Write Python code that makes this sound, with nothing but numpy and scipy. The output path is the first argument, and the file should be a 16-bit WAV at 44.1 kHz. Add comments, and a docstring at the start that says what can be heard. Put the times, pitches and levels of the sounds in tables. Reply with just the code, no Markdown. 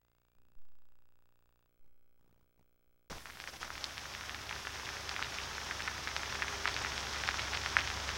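"""A snowy field where a wooden building burns, heard from a worn tape.
For three seconds the tape only buzzes and sputters; then the field cuts in with a bump and the fire swells.
Two truck engines drone at their firing rates and a pump whines. The flames rush as broadband noise,
and gas pockets bursting in the timber send out short pressure pulses: loud pops over a dense crackle."""
import sys
import numpy as np
from scipy import signal
from scipy.fft import rfft, irfft, next_fast_len
from scipy.io import wavfile

SR = 44100
rng = np.random.default_rng(int(sys.argv[2]) if len(sys.argv) > 2 else 0)


def to_wav(s):
    """Save 16-bit WAV."""
    ch = np.atleast_2d(s).T  # columns
    pcm = np.round(np.clip(ch, -1, 1) * 32767)  # PCM
    wavfile.write(sys.argv[1], SR, pcm.astype(np.int16))


N = 360297
TIME = np.arange(N) / SR
SOUND_IN_S = 3.099
FIELD_HZ, LINE_SCAN_HZ = 59.94, 15734   # scan rates of the tape's picture

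# Noise spectra of tape and hand. Each row: frequency in Hz, relative density in dB.
HISS_SPECTRUM = [(30, 18), (200, 16.5), (1000, 8.5), (6000, 5), (8000, 4.5), (10000, 2.5), (15800, 0)]
SPUTTER_SPECTRUM = [(60, 14), (150, 8), (300, -3.5), (1000, -6), (2000, -18), (6000, -23), (15000, -32)]
HANDLING_SPECTRUM = [(25, 9), (90, -2), (220, -6), (700, -6.5), (1500, -11), (3000, -16.5), (6000, -14),
                     (9000, -32)]
# Partials of the spinning head drum. Each row: frequency in Hz, level in dB.
DRUM_PARTIALS = [(9351, -83), (9830, -81), (10070, -86), (10789, -84), (11269, -83), (11509, -84),
                 (12228, -86), (12708, -85), (13667, -87), (14146, -88)]
# Slips of the tracking. Each row: start in seconds, end in seconds, base level in dB.
SPUTTER_SPANS = [(1.837, 1.881, -74.5), (2.184, 2.446, -72.5), (2.574, 2.629, -71)]
# Stretches of buzz. Each row: start and end in seconds, pulse rate in Hz,
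# pulse height in dB before filtering, pulse width in seconds.
BUZZ_SPANS = [(0.016, 1.675, 59.63, -50, 0.000992), (1.677, 3.09, 59.97, -48.5, 0.001073)]
# Filter that colours the buzz. Each row: frequency in Hz, gain in dB.
TICK_RESPONSE = [(60, 23.5), (250, 6.5), (500, 4.5), (1400, -3), (2700, -6.5), (4800, -15.5), (7200, -17),
                 (15000, -17.5)]
# Resonances of the rasp. Each row: frequency in Hz, mean level in dB, time to fall 60 dB in seconds.
RASP_MODES = [(1045, -60.5, 0.0039), (1360, -90, 0.0046), (1430, -78, 0.0045), (2740, -73, 0.0085),
              (3600, -70, 0.0035), (4840, -74.5, 0.0091), (7260, -69, 0.0018)]
# Jumps of voltage. Each row: time in seconds, height in dB before filtering.
VOLTAGE_JUMPS = [(0.351, -58.5), (0.559, -39), (1.79, -49.5), (2.56, -69), (2.84, -69.5), (3.099, -55.5),
                 (3.58, -58)]
# Rise of the engine drone. Each row: time in seconds, level of the nearer fundamental in dB.
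ENGINE_LEVEL = [(3.3, -71), (3.75, -60.5), (8.17, -48)]
# Growth of the fire. Each row: time in seconds, vigour in dB (full blaze at FULL_BLAZE_DB).
BLAZE_VIGOUR = [(3.25, -59.5), (3.28, -58), (3.61, -50.5), (5.39, -45), (6.18, -44.5), (6.4, -43),
                (7.77, -41.5), (8.17, -42.5)]
FULL_BLAZE_DB = -43
# Noise spectra of flames, wood and updraught. Each row: frequency in Hz, relative density in dB.
RUSH_SPECTRUM = [(250, -13.5), (420, -4), (800, 1), (1500, 1), (2300, -3), (3200, -6.5), (4200, -15),
                 (5500, -36)]
SIZZLE_SPECTRUM = [(2600, -7.5), (3400, 3), (4200, -2), (5400, 4), (6400, 0), (7500, -11), (9000, -16.5),
                   (12000, -29.5)]
ROAR_SPECTRUM = [(20, -15), (50, -2), (80, -8), (118, 0), (170, -9.5), (280, -9.5), (380, -10), (600, -55)]
# Loud bursts of timber. Each row: start in seconds, base level in dB, pitch in Hz, rise time in cycles.
TIMBER_POPS = [(3.127, -28.5, 1070, 0.59), (3.256, -26.5, 1410, 0.42), (3.371, -29, 1400, 0.32),
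               (3.4, -24.5, 1800, 0.3), (3.439, -29.5, 1620, 0.38), (3.629, -24.5, 1430, 0.53),
               (3.703, -23, 1290, 0.53), (3.778, -27.5, 1900, 0.33), (3.841, -21.5, 3120, 0.4),
               (3.979, -23, 1840, 0.28), (4.149, -27, 2090, 0.51), (4.209, -27, 1710, 0.41),
               (4.294, -23.5, 1950, 0.6), (4.345, -24, 1820, 0.33), (4.51, -23, 1500, 0.47),
               (4.526, -27, 2280, 0.76), (4.67, -20.5, 1620, 0.46), (4.797, -26.5, 1430, 0.28),
               (4.889, -26, 1790, 0.55), (5.092, -21.5, 2360, 0.28), (5.113, -24.5, 1420, 0.51),
               (5.163, -22, 2020, 0.62), (5.192, -23, 1140, 0.55), (5.218, -24.5, 1130, 0.51),
               (5.225, -17, 1910, 0.45), (5.385, -25.5, 2380, 1), (5.71, -21, 1760, 0.8),
               (5.804, -22, 1580, 0.46), (5.821, -27, 2540, 0.55), (5.876, -19.5, 1750, 0.55),
               (5.88, -20, 1460, 0.49), (6.073, -20, 1540, 0.63), (6.078, -24, 2070, 0.35),
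               (6.164, -14, 1610, 0.28), (6.232, -21.5, 1600, 0.47), (6.325, -23.5, 1570, 0.62),
               (6.352, -23.5, 1600, 0.66), (6.421, -16.5, 1690, 0.61), (6.426, -21, 1640, 0.55),
               (6.481, -21.5, 1850, 0.49), (6.655, -13, 1450, 0.53), (6.674, -18, 1900, 0.32),
               (6.677, -14.5, 1670, 0.42), (6.764, -18.5, 1890, 0.45), (6.847, -18.5, 1510, 0.53),
               (6.919, -25, 1960, 0.49), (6.978, -20.5, 2000, 0.34), (7.236, -22.5, 1990, 0.69),
               (7.276, -18, 1800, 0.35), (7.288, -13, 1480, 0.42), (7.342, -21, 1330, 0.45),
               (7.393, -21.5, 2220, 0.65), (7.535, -19.5, 1830, 0.52), (7.548, -19.5, 1930, 0.44),
               (7.572, -20, 2120, 0.44), (7.66, -16.5, 1560, 0.43), (7.767, -6.5, 1640, 0.7),
               (7.786, -20.5, 2430, 0.87), (7.789, -19, 1680, 0.55), (7.794, -26, 2510, 1),
               (7.874, -20.5, 1920, 0.42), (7.901, -20.5, 1700, 0.4), (8.09, -18.5, 1650, 0.42)]
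# A small microphone's response to the cracks. Each row: frequency in Hz, gain in dB.
MICROPHONE_RESPONSE = [(200, -27), (500, -10.5), (1000, -3.5), (3000, 1), (4200, 6.5), (5400, 12),
                       (6400, 1), (7600, 8), (11000, -1)]


def from_db(db):
    return 10 ** (np.asarray(db) / 20)


def rms_one(x):
    return x / np.sqrt(np.mean(x ** 2) + 1e-20)


def in_time(curve):
    """Linear interpolation of a (seconds, value) curve at every sample."""
    return np.interp(TIME, *np.transpose(curve))


def between(start, end, ramp_s=0.00072):
    """A gate with linear ramps."""
    return np.clip(np.minimum(TIME - start, end - TIME) / ramp_s, 0, 1)


def drift(rate_hz):
    """Low-passed noise of rms 1 wanders about `rate_hz` times a second."""
    hop = 40
    pole = np.exp(-2 * np.pi * hop * rate_hz / SR)
    white = rng.standard_normal(N // hop + 2002)
    slow = signal.lfilter([1], [1, -2 * pole, pole * pole], white)[2000:]
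    return np.interp(np.arange(N) / hop, np.arange(len(slow)), rms_one(slow))


def colour(x, spectrum):
    """Spectral shaping by (Hz, dB) points, with a roll-off past both ends."""
    size = next_fast_len(N)
    hz, db = np.transpose(spectrum)
    bins = np.maximum(np.fft.rfftfreq(size, 1 / SR), 1)
    gain = from_db(np.interp(np.log(bins), np.log(hz), db))
    gain *= np.minimum(bins / hz[0], 1) ** 2 * np.minimum(hz[-1] / bins, 1) ** 4
    return irfft(rfft(x, size) * gain, size)[:N]


def noise(spectrum):
    """Coloured Gaussian noise of rms 1."""
    return rms_one(colour(rng.standard_normal(N), spectrum))


def tone(hz):
    """A sine of rms 1 whose phase is the integral of its frequency."""
    return np.sqrt(2) * np.sin(2 * np.pi * (np.cumsum(hz + np.zeros(N)) / SR + rng.random()))


def low_pass(x, hz):
    return signal.sosfilt(signal.butter(2, hz, fs=SR, output="sos"), x)


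def scan_whine(running):
    """Amplitude modulation: the wavering line-scan tone pulses with the picture fields."""
    pulsing = (1 + .5 * tone(FIELD_HZ)) * (1 + .4 * tone(13.6) * running)
    level = from_db(-84.5) + from_db(-88) * running
    return level * pulsing * tone(LINE_SCAN_HZ + 2 * drift(10))


def sputters(ticks_per_s=2500, spit_decay_s=0.0041):
    """Impulse noise: where the tracking slips, ticks spit over a finer grain with every picture field."""
    ticks = (rng.random(N) < ticks_per_s / SR) * rng.uniform(-0.91, 1, N)
    grain = from_db(-11) * noise(SPUTTER_SPECTRUM)
    first_s, _, field_hz, *_ = BUZZ_SPANS[1]
    field_age_s = (TIME - first_s) % (1 / field_hz)
    spit = from_db(7.5) * np.exp(-field_age_s / spit_decay_s)
    slips = sum(from_db(db) * between(start, end) for start, end, db in SPUTTER_SPANS)
    return spit * slips * (rms_one(colour(ticks, SPUTTER_SPECTRUM)) + grain)


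def tape_noise(running):
    """The noise floor: hiss jumps up, and hum and drum whine enter, once the sound is running."""
    hiss = (from_db(-97) + from_db(-58.5) * running) * noise(HISS_SPECTRUM)
    drum = running * sum(from_db(db) * tone(hz) for hz, db in DRUM_PARTIALS)
    hum = from_db(-69) * running * tone(FIELD_HZ)
    whistle = from_db(-98.5) * between(0, 0.56) * tone(np.interp(TIME, [0, .57], [1950, 2700]))
    rumble = from_db(-78.5) * noise([(15, 0), (40, -11), (70, -10.5)])
    return hiss + drum + hum + whistle + rumble


def buzz():
    """Crosstalk: every picture field leaks a short pulse into the sound, over a faint hum."""
    out = np.zeros(N)
    for start, end, rate_hz, height_db, width_s in BUZZ_SPANS:
        duty = width_s * rate_hz
        phase = ((TIME - start) * rate_hz + duty / 2) % 1
        pulses = (phase < duty) * from_db(height_db)
        ticks = colour(np.diff(pulses, prepend=0), TICK_RESPONSE)   # both edges click
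        hum = from_db(-87) * tone(rate_hz) + from_db(-89) * tone(2 * rate_hz)
        out += between(start, end) * (ticks + hum)
    return out


def rasp():
    """Damped resonance: in the first stretch of buzz every second tick rings nasally."""
    start, end, rate_hz, *_ = BUZZ_SPANS[0]
    at = (np.arange(start, end, 2 / rate_hz) * SR).astype(int)
    out = np.zeros(N)
    for k, (hz, db, t60) in enumerate(RASP_MODES):
        clicks = np.zeros(N)
        clicks[at] = from_db(db + rng.standard_normal(len(at)))
        radius, angle = from_db(-60 / (t60 * SR)), 2 * np.pi * hz / SR
        feedback = [1, -2 * radius * np.cos(angle), radius ** 2]
        out += (-1) ** k * signal.lfilter([0, np.sin(angle)], feedback, clicks + 1e-18)
    return out


def bumps(settle_s=0.24, cutoff_hz=14):
    """Exponential relaxation: each jump of voltage leaks away, and only its deepest part passes."""
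    jumps = np.zeros(N)
    for s, db in VOLTAGE_JUMPS:
        jumps[int(s * SR)] = from_db(db)
    voltage = signal.lfilter([1], [1, -np.exp(-1 / (settle_s * SR))], jumps + 1e-18)
    return low_pass(voltage, cutoff_hz)


def scuff():
    """Gated low-frequency noise: a faint, dull scuff spans the first two bumps."""
    return from_db(-82.5) * between(0.33, .6, ramp_s=.02) * noise([(100, 2), (300, -8), (600, -20)])


def head_contact(dip_at_s=3.59, dip_width_s=0.013):
    """Spacing loss: while the tape settles against the head, the gain flutters and dips once."""
    dip_db = -15 * np.exp(-((TIME - dip_at_s) / dip_width_s) ** 2)
    flutter_db = 2.5 * drift(33) * np.interp(TIME, [3.4, 4.2], [1, 0])
    return from_db(dip_db + flutter_db)


def handling(length_s=0.091, fade_s=0.018):
    """Friction noise: the camera rustles in the hand as the sound cuts in."""
    fade = np.clip((SOUND_IN_S + length_s - TIME) / fade_s, 0, 1)
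    return from_db(-47) * fade * noise(HANDLING_SPECTRUM)


def truck_engines(near_hz=69.3, far_hz=95.3):
    """Periodic firing: two engines drone at different rates, the nearer with a third harmonic."""
    near = from_db(0.45 * drift(5)) * tone(near_hz + 0.31 * drift(1))
    harmonic = from_db(-16.5 + 3.7 * drift(2.9)) * tone(3 * near_hz + drift(8.6))
    far = from_db(-7.5 + 1.2 * drift(2.4)) * tone(far_hz + 0.5 * drift(3.1))
    return from_db(in_time(ENGINE_LEVEL)) * (near + harmonic + far)


def pump(start_s=4.18, whine_hz=402.6):
    """Random modulation: the pump's whine wavers in pitch and level."""
    wobble_hz = 5 * drift(25)
    level = between(start_s, np.inf, ramp_s=0.25) * from_db(-63.5 + 3 * drift(1.6))
    return level * tone(whine_hz + wobble_hz)


def flames(swell_db):
    """Turbulent noise: flames rush and wood sizzles, flickering together over the updraught's roar."""
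    flicker_db = .8 * drift(30)
    rush = from_db(-45 + swell_db + flicker_db) * noise(RUSH_SPECTRUM)
    sizzle = from_db(-46.5 + 0.95 * swell_db + flicker_db) * noise(SIZZLE_SPECTRUM)
    roar = from_db(-54.5 + 0.93 * swell_db + 0.81 * drift(6.9)) * noise(ROAR_SPECTRUM)
    return rush + sizzle + roar


def field_echo(x, decay_s=0.033, echo_db=-23):
    """Scattering: walls and trees add a faint, dull tail."""
    t = np.arange(SR // 4) / SR
    tail = low_pass(rng.standard_normal(len(t)), hz=2400) * np.exp(-t / decay_s)
    return x + from_db(echo_db) * signal.fftconvolve(x, tail / np.linalg.norm(tail))[:N]


def bursts(peak_s, level_db, hz, rise_cycles):
    """Sudden pressure release: each bursting gas pocket radiates a pulse of a cycle or two."""
    rise_s = (np.maximum(rise_cycles, .2) / hz)[:, None]
    t = np.arange(256) / SR
    swing = np.sin(2 * np.pi * (hz[:, None] * (t - rise_s) + rng.random((len(hz), 1))))
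    envelope = (t / rise_s) ** 2 * np.exp(2 - 2 * t / rise_s)
    pulses = from_db(level_db)[:, None] * envelope * swing
    at = ((peak_s[:, None] - rise_s) * SR).astype(int) + np.arange(len(t))
    return np.bincount(np.clip(at, 0, N).ravel(), pulses.ravel(), N + 1)[:N]


def crackle(level_db, centre_hz, octaves, spread_db, flurry_db, count):
    """Shot noise: many small bursts, mostly faint, fall at random and swell in flurries."""
    times = rng.uniform(SOUND_IN_S, TIME[-1], count)
    size_db = spread_db * np.minimum(rng.exponential(1, count), 3.6)
    base_db = np.interp(times, TIME, level_db + flurry_db * np.clip(drift(1.6), -2, 1.5))
    hz = np.clip(centre_hz * 2 ** (octaves * rng.standard_normal(count)), 500, 7500)
    return bursts(times, base_db + size_db, hz, rise_cycles=rng.uniform(0.41, .75, count))


def snaps(level_db, centre_hz=1900, octaves=0.23, scatter_db=1.4, count=50):
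    """A jittered pulse train: one middling burst falls at random in each equal slot of time."""
    times = SOUND_IN_S + (TIME[-1] - SOUND_IN_S) * (np.arange(count) + rng.random(count)) / count
    size, pitch = np.clip(rng.standard_normal((2, count)), -2, 2)
    snap_db = np.interp(times, TIME, level_db) + scatter_db * size
    hz = centre_hz * 2 ** (octaves * pitch)
    return bursts(times, snap_db, hz, rise_cycles=rng.uniform(0.4, 0.84, count))


def pops(to_peak_s=0.001237, lift_db=1.5, splinters=4, splinter_s=.012):
    """Fracture: timber bursts loudly, then splinters on for some milliseconds."""
    start_s, base_db, hz, rise_cycles = np.transpose(TIMBER_POPS)
    peak_s, level_db = start_s + to_peak_s, base_db + lift_db
    out = bursts(peak_s, level_db, hz, rise_cycles)
    for _ in range(splinters):
        delay, size, pitch = rng.standard_normal((len(peak_s), 3)).T
        splinter_db = np.minimum(level_db, -16) - 13 + 2.2 * size
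        out += bursts(peak_s + splinter_s * abs(delay), splinter_db, hz * 2 ** (.35 * pitch), rise_cycles)
    return out


def fire():
    """Superposition: cracks stand out of the flames; each random layer follows a share of the swell."""
    swell_db = in_time(BLAZE_VIGOUR) - FULL_BLAZE_DB
    timber = crackle(-44 + .85 * swell_db, centre_hz=1790, octaves=0.45,
                     spread_db=4, flurry_db=1.7, count=2000)
    sparks = crackle(-49 + 0.95 * swell_db, centre_hz=3720, octaves=0.4,
                     spread_db=3.8, flurry_db=1.5, count=700)
    cracks = pops() + snaps(-26.5 + 0.56 * swell_db) + timber + sparks
    return field_echo(colour(cracks, MICROPHONE_RESPONSE)) + flames(swell_db)


def scene():
    """Gating and mixing: the outdoor sound cuts in over the tape's own noises."""
    running = between(SOUND_IN_S, np.inf)
    outdoors = running * head_contact() * (fire() + truck_engines() + pump() + handling())
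    tape = buzz() + rasp() + bumps() + scuff() + tape_noise(running) + sputters() + scan_whine(running)
    return (outdoors + tape)[None]


def record(dry, cutoff_hz=15900):
    """Band limiting: a steep low-pass filter removes the highest treble."""
    return signal.sosfilt(signal.ellip(12, .1, 80, cutoff_hz, fs=SR, output="sos"), dry)


dry = scene()
out = record(dry)
to_wav(out)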